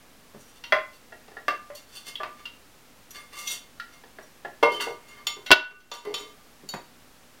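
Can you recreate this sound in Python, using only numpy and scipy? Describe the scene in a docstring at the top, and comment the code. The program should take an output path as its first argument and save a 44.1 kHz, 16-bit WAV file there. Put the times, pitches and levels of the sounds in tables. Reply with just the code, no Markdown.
"""Ceramic lid and bowl

A glazed ceramic lid is handled over its bowl in a small room, close to a mono microphone.
Knocks and clinks ring the modes of lid and bowl over a dull knock; fingers and rim rub the glaze
as dense tiny clicks. Echoes and a steady hiss lie behind. The loudest blow overloads the recorder:
peaks clip with a low thump, and its gain control ducks everything, then creeps back."""
import sys
import numpy as np
from scipy import signal
from scipy.fft import rfft, irfft, next_fast_len
from scipy.io import wavfile

SR = 44100
rng = np.random.default_rng(int(sys.argv[2]) if len(sys.argv) > 2 else 0)


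def int16_out(signal):
    """Quantize to a 16-bit WAV file."""
    q = np.round(np.clip(np.atleast_2d(signal).T, -1, 1) * 32767)
    wavfile.write(sys.argv[1], SR, q.astype(np.int16))


N = 326340   # length in samples


def from_db(db):
    """Turns decibels into an amplitude factor."""
    return 10 ** (np.asarray(db) / 20)


def rms_one(x):
    """Scales a signal to an RMS of one."""
    return x / np.sqrt(np.mean(x ** 2) + 1e-20)


# Blows of lid, bowl and fingers, one per row: start_s, lead_hz (mode that stands out), lift_db (of that mode),
# level_db, spot, bright_db (per octave), favoured_db (the spot's favoured modes),
# grip (share of ring time left), contact_ms (time constant of the onset)
BLOWS = [(0.342, 790, 4, -28, "bowl belly", -1, -9, 0.47, 10.5),
         (0.638, 5740, 17, -20, "lid stem", 0, -4, 1, 0.76),
         (0.7225, 4950, 8, -6, "bowl wall", 1, -0.1, 0.53, 0.73),
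         (1.1225, 1905, 8.5, -25.5, "inner wall", 0, -1.5, 0.54, 1.6),
         (1.279, 474, 14, -27, "inner wall", 2.5, -14, 0.32, 2.3),
         (1.313, 360, 7, -32.5, "inner wall", -1, -4, 0.63, 4.5),
         (1.368, 1905, 7, -24.5, "inner wall", 0.8, -0.5, 0.73, 0.65),
         (1.4815, 2695, 6.5, -11, "lid face", 3, -0.9, 0.38, 0.3),
         (1.701, 590, 9, -37, "bowl wall", -3, -2.4, 0.63, 0.55),
         (1.749, 4550, 12, -49, "fingernail", 8.5, -8, 0.88, 6.7),
         (2.155, 3330, 11, -30.5, "lid stem", 6.5, 14.5, 0.15, 1.6),
         (2.2, 1185, -6, -19.5, "lid face", -1.5, 3.5, 0.49, 7),
         (2.232, 625, 4, -18, "lid face", 1.5, -5.5, 0.44, 0.97),
         (2.454, 2760, 9, -20.5, "lid stem", 2.1, -6.8, 0.61, 1.8),
         (3.106, 11500, 8, -52.5, "fingernail", 6, 2, 0.46, 1.6),
         (3.472, 6170, 7, -21, "fingernail", 1.5, 0, 0.71, 12),
         (3.798, 1400, 14.5, -24, "inner wall", 14.5, 4.5, 0.31, 2.2),
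         (4.036, 950, 7, -28.5, "inner wall", 2, -8, 0.46, 1.4),
         (4.186, 625, 10.5, -25, "inner wall", -1.5, 2, 0.18, 0.57),
         (4.448, 1745, 5, -16, "inner wall", -2, -6, 0.58, 2.1),
         (4.627, 2135, -4, -3, "lid seat", 1.7, 1.2, 0.64, 4.6),
         (4.799, 3500, 15, -11, "lid stem", -3.8, 8.7, 0.44, 6.3),
         (4.869, 950, 2.5, -27.5, "lid seat", -3, 2, 0.69, 3.3),
         (5.268, 2135, 13.5, -17.5, "lid edge", 1.5, 2.5, 0.61, 1.4),
         (5.367, 410, 5, -32, "bowl belly", 2, 4, 0.67, 3.1),
         (5.461, 2135, 5.5, -30, "bowl rim", 5.5, -6, 1, 4.5),
         (5.5055, 950, 11, -6.5, "bowl rim", -5, -7, 0.14, 0.38),
         (5.5145, 360, 6.5, -1.1, "bowl rim", 1.27, 1.64, 0.55, 0.5),
         (5.803, 625, 4, -44, "lid edge", 1, -10, 0.94, 1.2),
         (5.915, 950, 1.5, -17.5, "lid edge", -3.5, 2, 0.97, 1),
         (6.049, 2008, 9, -16, "bowl belly", 6, 5.5, 0.36, 9),
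         (6.14, 3790, 7.5, -17, "lid edge", -0.55, 0, 0.81, 1.3),
         (6.634, 360, 1, -38.5, "bowl belly", -2, -2.5, 0.42, 5.8),
         (6.689, 3790, 1, -24.5, "lid top", -0.3, -2, 0.91, 0.62),
         (6.736, 950, 12.5, -10, "bowl belly", 3.6, -9.5, 0.33, 6)]


def blows():
    """Each blow rings every mode and adds a dull knock; a longer contact softens its onset."""
    out = np.zeros(N + SR)
    t = np.arange(SR // 2) / SR
    chances = rng.standard_normal((len(BLOWS), len(WARE), 2))
    rattles = rng.standard_normal((len(BLOWS), 5, len(t)))
    for blow, chance, rattle in zip(BLOWS, chances, rattles):
        start_s, lead_hz, lift_db, level_db, spot, bright_db, favoured_db, grip, contact_ms = blow
        colour_db = blow_colour(spot, bright_db)
        rings = ringing(t, colour_db, spot, bright_db, favoured_db, lead_hz, lift_db, grip, chance)
        onset = 1 - np.exp(-1000 * t / max(contact_ms, .2))
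        tail = np.minimum(1, (t[-1] - t) * 10)   # the last 100 ms fade out
        at = round(start_s * SR)
        out[at:at + len(t)] += from_db(level_db) * (rings + knock(t, colour_db, rattle)) * onset * tail
    return out[:N]


# Edges of the five registers, thud to top: edge_hz
REGISTERS_HZ = np.array([110, 300, 900, 2300, 5000, 15500])
CENTRES_HZ = np.sqrt(REGISTERS_HZ[1:] * REGISTERS_HZ[:-1])
PIVOT_HZ = 1500   # brightness turns about this pitch
# Spots that are struck, by name: (thud_db, low_db, middle_db, high_db, top_db),
# then the modes the spot favours as pairs (pitch_hz, level_db)
SPOTS = { "bowl wall": ([-28.5, -16.5, -2, -15.5, -36.5], [(590, -8), (625, -10), (780, -17.5), (1040, -9),
         (2008, -10), (3330, -12.5)]), "inner wall": ([-38, -9.5, -18.5, -22, -62], [(590, -24.5),
         (625, -21.5), (700, -21), (1400, -15.5), (1745, -11), (1905, -15.5)]),
         "lid face": ([-32, -9.5, -5, -17, -36], [(625, -17), (790, -22.5), (1040, -19.5), (1185, -5.5),
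         (1745, -9), (2135, -40)]), "lid seat": ([-23, -1, -6, -15, -32.5], [(474, -4.5), (590, -10),
         (950, -8), (1040, -14.5), (1185, -14.5), (2135, -13.5)]),
         "lid stem": ([-53, -44, -17.5, -12.5, -32], [(950, -21.5), (2008, -25), (2760, -12.5), (3100, -21),
         (3330, -21.5), (3790, -33)]), "lid edge": ([-52, -19, -16, -2, -15], [(950, -20), (1185, -18),
         (3500, -11.5), (3790, -30.5), (4550, -17.5), (5460, -18.5), (6900, -13.5)]),
         "lid top": ([-38, -22, -23, -25, -12], [(2135, -36), (2760, -22), (3100, -24), (3790, -20),
         (4550, -5.5), (6900, -8)]), "bowl belly": ([-9.5, -5, -12, -23.5, -36.5], [(360, -11), (410, -7.5),
         (474, -11.5), (790, -25), (950, -16), (1040, -17)]), "bowl rim": ([-50, -10.5, -2.5, 0.6, -24],
         [(360, -19.5), (625, -15), (950, -14.5), (1470, -3.5), (2695, -8.5), (4200, -26.5)]),
         "fingernail": ([-44, -65, -59, 2, -6], [(2135, -18), (4550, -15), (5700, -9), (6170, -1),
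         (6900, -9), (11500, -17)]), }


def blow_colour(spot, bright_db):
    """Level in each register: the colour of the struck spot, tilted by the blow's brightness."""
    return SPOTS[spot][0] + bright_db * np.log2(CENTRES_HZ / PIVOT_HZ)


# Modes of lid and bowl: pitch_hz, struck_db, rubbed_db, t60_s (ringing free)
WARE = [(383.3, 2, -10, 0.4), (418.4, -5.5, 7.5, 0.13), (462, 7.5, 2.5, 0.18), (582.3, 2.5, -25.5, 0.17),
        (627, -0.5, -3, 0.28), (699.4, 1, -34, 0.2), (788, 4.5, -22, 0.21), (800, -21.5, -27, .2),
        (951, 2, -14, 0.19), (1044.4, -3, -9.5, 0.31), (1184, -1, 0, 0.65), (1385, 5.5, -32, 0.092),
        (1478.5, -2, -9.5, 0.52), (1717, 0.5, -15, 0.12), (1890, 1.5, -33.5, 0.12), (2018, -1, -25, 0.31),
        (2136, -8.5, -3, 0.6), (2716, 1, -9.5, 0.44), (2791, 2.5, 3, 0.11), (3088, -1.5, 1, 0.35),
        (3333, 6.5, -15, 0.13), (3515, -3, 1.5, 0.16), (3803, -8, -35, 0.34), (4330, -0.5, -7.5, .3),
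        (4492, -10.5, -2.5, 0.22), (4870, -14.5, -34.5, 0.048), (4950, -21.5, -36, .2),
        (5516, -4, -22, 0.26), (5720, -2, -1, 0.11), (6043, 11.5, -22.5, 0.055), (6936, -1.5, -7.5, 0.24),
        (8700, -0.5, -11.5, .15), (9340, -8, -2, 0.4), (11420, -1.5, -27, 0.17), (13180, 3, -22, .1)]
# The spot's other modes: level, random spread, share of the favoured modes' ring time
OTHERS_DB, SPOT_SPREAD_DB, OTHERS_RING = -13.5, 3.5, 0.6
# Twin modes: level against the first, ring time as a multiple, pitch offset as a share
TWIN_DB, TWIN_LONGER, TWIN_SPLIT = -14, 1.9, 0.00583


def ringing(t, colour_db, spot, bright_db, favoured_db, lead_hz, lift_db, grip, chance):
    """Decaying sines: the spot's favoured modes follow their own levels, the rest its colour."""
    hz, struck_db, _, t60 = np.transpose(WARE)
    spread_db = SPOT_SPREAD_DB * chance[:, 0]
    db = np.interp(np.log(hz), np.log(CENTRES_HZ), colour_db) + struck_db + OTHERS_DB + spread_db
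    liked_hz, liked_db = np.transpose(SPOTS[spot][1])
    liked = np.abs(hz[:, None] - liked_hz).argmin(axis=0)
    db[liked] = liked_db + favoured_db + bright_db * np.log2(hz[liked] / PIVOT_HZ)
    lead = np.abs(hz - lead_hz).argmin()
    db[lead] += lift_db
    # the fingers rest on the nodes of the favoured modes and damp the others more
    is_liked = np.isin(np.arange(len(hz)), np.append(liked, lead))
    ring_left = np.clip(grip, .1, 1.5) * np.where(is_liked, 1, OTHERS_RING)
    fall = -np.log(1000) * t / (t60 * ring_left)[:, None]
    # a round vessel has its modes in pairs: the weaker twin lies close by, beats with the first and outlasts it
    tones = np.exp(fall) * np.sin(2 * np.pi * hz[:, None] * t)
    twins = np.exp(fall / TWIN_LONGER) * np.sin(2 * np.pi * hz[:, None] * (1 + TWIN_SPLIT) * t)
    signs = np.sign(chance[:, 1])
    return (from_db(db) * signs) @ tones + from_db(db + TWIN_DB) @ twins


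# Knock level in each register, thud to top: level_db
KNOCK_DB = [-4, -8, -6, -6, -1]
KNOCK_T60_S, KNOCK_DAMPING = .065, .25   # fade at 1 kHz; exponent that shortens it towards the treble


def knock(t, colour_db, rattle):
    """Dense unresolved modes heard as fading noise bands, which die faster in the treble."""
    t60 = KNOCK_T60_S * (1000 / CENTRES_HZ) ** KNOCK_DAMPING
    edges = zip(REGISTERS_HZ, REGISTERS_HZ[1:])
    out = np.zeros(len(t))
    for pair, white, level_db, band_t60 in zip(edges, rattle, colour_db + KNOCK_DB, t60):
        band = signal.butter(4, pair, "band", fs=SR, output="sos")
        noise = rms_one(signal.sosfilt(band, white))
        out += from_db(level_db) * noise * from_db(-60 * t / band_t60)
    return out


# Rubbing strokes, one per row: peak_s, sing_hz (mode that sings), sing_db (push on it),
# swell_s, fade_s, level_db, kind, bright_db (per register)
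STROKES = [(0.41, 5740, -55, 0.054, 0.09, -61.5, "hiss", 12),
           (0.494, 5740, -54, 0.061, 0.019, -58, "hiss", 7), (0.57, 3500, -59, 0.067, .06, -57, "hiss", 2),
           (0.94, 4500, -60, 0.043, .05, -48.5, "hiss", -0.5),
           (1.761, 4500, -44, 0.014, 0.081, -45.5, "hiss", 1.5),
           (1.968, 4500, -40, 0.093, 0.07, -39, "hiss", 0),
           (2.079, 2135, -38, 0.038, 0.057, -33, "hiss", -2),
           (2.405, 1185, -41, 0.073, 0.019, -47.5, "ring", -2.5),
           (3.113, 5740, -44, 0.0031, 0.0072, -44.5, "hiss", 11),
           (3.155, 2135, -42, .035, 0.11, -37, "ring", 1.5),
           (3.331, 1185, -32, 0.013, 0.11, -43.5, "ring", -3), (3.39, 2135, -31, .08, 0.11, -38, "hiss", 3),
           (3.519, 6140, -37, 0.11, 0.076, -30.5, "hiss", 4),
           (3.935, 1905, -55, 0.048, 0.082, -49, "ring", 2.5),
           (4.228, 6900, -48, .015, 0.03, -59, "hiss", 13),
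           (4.741, 3100, -29, 0.093, 0.083, -26.5, "grind", 3.5),
           (4.811, 2760, -28, 0.012, 0.058, -24, "ring", 2.3),
           (4.9, 950, -41, 0.14, 0.1, -39.5, "grind", 4.5),
           (5.085, 6900, -42, .02, 0.092, -49, "ring", 4.5),
           (5.2, 3100, -52.5, 0.26, 0.036, -51.5, "ring", -6),
           (5.71, 1470, -42, .02, 0.035, -46.5, "ring", -8),
           (5.939, 950, -35, .015, 0.086, -36, "ring", 4.5),
           (6.071, 410, -42, 0.033, 0.13, -38, "grind", -2),
           (6.132, 2008, -35, 0.095, .02, -43.5, "grind", -1.2),
           (6.181, 6140, -40, 0.016, 0.096, -38.5, "ring", 3.5),
           (6.24, 1185, -47, 0.044, 0.12, -49, "grind", 3)]
# Kinds of rubbing, by name: low_grind_db, middle_ring_db, high_ring_db, hiss_db
RUBS = {"hiss": [-40, -12, -6, -2.8], "ring": [-24.5, 1.1, -7.5, -8.5], "grind": [0.1, -8.5, -15.5, -19.5]}
STROKE_RANGE_DB = 26   # a stroke rises and falls this far over its swell and fade times


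def pressure():
    """Strength of the rubbing in each register, and extra on the mode that sings: strokes swell and fade."""
    t, modes = np.arange(N) / SR, np.array(WARE)[:, 0]
    levels, singing = np.zeros((4, N)), {}
    for peak_s, sing_hz, sing_db, swell_s, fade_s, level_db, kind, bright_db in STROKES:
        away = np.maximum((peak_s - t) / max(swell_s, .003), (t - peak_s) / max(fade_s, .003))
        shape = from_db(-STROKE_RANGE_DB * np.minimum(away, 5))
        register_db = level_db + np.array(RUBS[kind]) + bright_db * np.arange(-2, 2)
        levels += np.outer(from_db(register_db), shape)
        mode = modes[np.abs(modes - sing_hz).argmin()]
        singing[mode] = singing.get(mode, 0) + from_db(sing_db) * shape
    return levels, singing


GRAINS_PER_S, GRAIN_SPREAD_DB, GRAIN_TOP_HZ = 1800, 3, 8110


def glaze_grains():
    """Dense tiny clicks of random size and sign, as glaze grains catch."""
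    sizes = from_db(GRAIN_SPREAD_DB * np.minimum(rng.exponential(1, N), 5)) * rng.choice([-1, 1], N)
    clicks = rms_one(sizes * (rng.random(N) < GRAINS_PER_S / SR))
    # a grain lasts a finite time
    return rms_one(signal.lfilter(*signal.butter(1, GRAIN_TOP_HZ, fs=SR), clicks))


def ring(x, hz, t60):
    """A resonator: a unit click sets a sine of height 1 ringing."""
    r, w = from_db(-60 / (t60 * SR)), 2 * np.pi * hz / SR
    return signal.lfilter([0, np.sin(w)], [1, -2 * r * np.cos(w), r * r], x + 1e-18)


def drift(per_s):
    """Slow chance: random points joined by straight lines."""
    points = rng.standard_normal(200)
    return np.interp(np.arange(N) / SR * per_s, np.arange(len(points)), points)


# Grains heard directly, in the four registers above the thud: level_db
RUB_NOISE_DB = [-14, -13, -8.5, -6]
RUB_RING_DB = -6.5
HELD_SHARE, HELD_DAMPING = 0.57, 0.93   # ring time left by the hand; exponent that shortens it above 2 kHz
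WANDER_DB, WANDER_PER_S = 2.5, 9


def rubbing():
    """Glaze grains are heard directly and ring the modes, as hard as the strokes press."""
    levels, singing = pressure()
    grains = glaze_grains()
    out = np.zeros(N)
    for level, noise_db, low, high in zip(levels, RUB_NOISE_DB, REGISTERS_HZ[1:], REGISTERS_HZ[2:]):
        for hz, _, rubbed_db, t60 in WARE:
            if low <= hz < high:
                # the hand shortens the ring, most in the treble
                held = HELD_SHARE * t60 * min(1, 2000 / hz) ** HELD_DAMPING
                build_up = np.sqrt(held * SR / (4 * np.log(10)))   # evens out long and short rings
                # the contact wanders, so each mode swells and fades
                wander = from_db(WANDER_DB * drift(WANDER_PER_S))
                push = (level + singing.get(hz, 0)) * grains * wander
                out += from_db(RUB_RING_DB + rubbed_db) / build_up * ring(push, hz, held)
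        band = signal.butter(4, [low, high], "band", fs=SR, output="sos")
        out += from_db(noise_db) * level * rms_one(signal.sosfilt(band, grains))
    return signal.sosfilt(signal.butter(2, 280, "high", fs=SR, output="sos"), out)


ROOM_DB, ROOM_T60_S, WALL_CUT_HZ = -13, 0.29, 13300


def room(x):
    """Ten feedback delays, duller on every round, stepped block by block."""
    out, dull = np.zeros(N), np.exp(-2 * np.pi * WALL_CUT_HZ / SR)
    for k, lag in enumerate((np.geomspace(.0071, .0313, 10) * SR).astype(int)):
        loop, gain, state = x.copy(), from_db(-60 * lag / SR / ROOM_T60_S), [0.]
        for i in range(lag, N, lag):
            back, state = signal.lfilter([gain * (1 - dull)], [1, -dull], loop[i - lag:i], zi=state)
            loop[i:i + lag] += back[:N - i]
        out += (loop - x) * (-1) ** k   # echoes only, with alternating sign
    return out


def coloured(x, hz, db):
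    """Shapes a noise to a spectrum drawn on a log-frequency axis."""
    size = next_fast_len(len(x))
    bins = np.maximum(np.arange(size // 2 + 1) * SR / size, 1)
    gains = from_db(np.interp(np.log(bins), np.log(hz), db))
    return irfft(rfft(x, size) * gains, size)[:len(x)]


# Spectrum of room tone and preamp hiss: pitch_hz, level_db (per Hz, relative)
HISS = [(12, -11), (20, -10), (22, 0.5), (49, -5), (204, -6), (241, 0), (337, -7.5), (527, -7), (573, -9),
        (779, -9), (1000, -10.5), (1090, -9.5), (16000, -23.5)]
HISS_DB = -54.5   # RMS


def background_hiss():
    """Steady room tone and preamp hiss: white noise shaped to a drawn spectrum."""
    return from_db(HISS_DB) * rms_one(coloured(rng.standard_normal(N), *np.transpose(HISS)))


def scene():
    """Ware, its room and the steady hiss."""
    ware = blows() + rubbing()
    hiss = background_hiss()
    return (ware + from_db(ROOM_DB) * room(ware) + hiss)[None]


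# Gain control: threshold, dB of ducking per dB over it, recovery, smoothing time constant, delay
DUCK_FROM_DB, DUCK_SHARE, RECOVER_DB_PER_S, DUCK_S, DUCK_LATE_S = -0.5, 1.58, 15, 0.00399, 0.02


def gain_control(dry):
    """Ducks after an overload and creeps back at a steady rate in decibels."""
    over_db = DUCK_SHARE * np.maximum(20 * np.log10(np.abs(dry[0]) + 1e-9) - DUCK_FROM_DB, 0)
    creep = RECOVER_DB_PER_S * np.arange(N) / SR
    held_db = np.maximum.accumulate(over_db + creep) - creep
    # the control answers late
    held_db = np.interp(np.arange(N) - DUCK_LATE_S * SR, np.arange(N), held_db)
    r = np.exp(-1 / (DUCK_S * SR))
    return dry * from_db(-signal.lfilter([1 - r], [1, -r], held_db))


TOP, LOPSIDED, THUMP_HZ = 0.87, 0.2, 350.5   # clipping height, share turned to thump, thump's low-pass
OFFSET, CUTOFF_HZ = 0.001197, 15950   # constant offset, top of the band


def record(dry):
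    """Gain control ducks, peaks clip with a low thump, and the top is cut."""
    ducked = gain_control(dry)
    clipped = ducked / (1 + np.abs(ducked / TOP) ** 14) ** (1 / 14)
    # the overload is lopsided: what is cut off is partly rectified into a low thump
    thump = signal.lfilter(*signal.butter(1, THUMP_HZ, fs=SR), np.abs(ducked - clipped))
    lopsided = clipped - LOPSIDED * thump
    return signal.sosfilt(signal.ellip(12, .5, 95, CUTOFF_HZ, fs=SR, output="sos"), lopsided + OFFSET)


dry = scene()
out = record(dry)
int16_out(out)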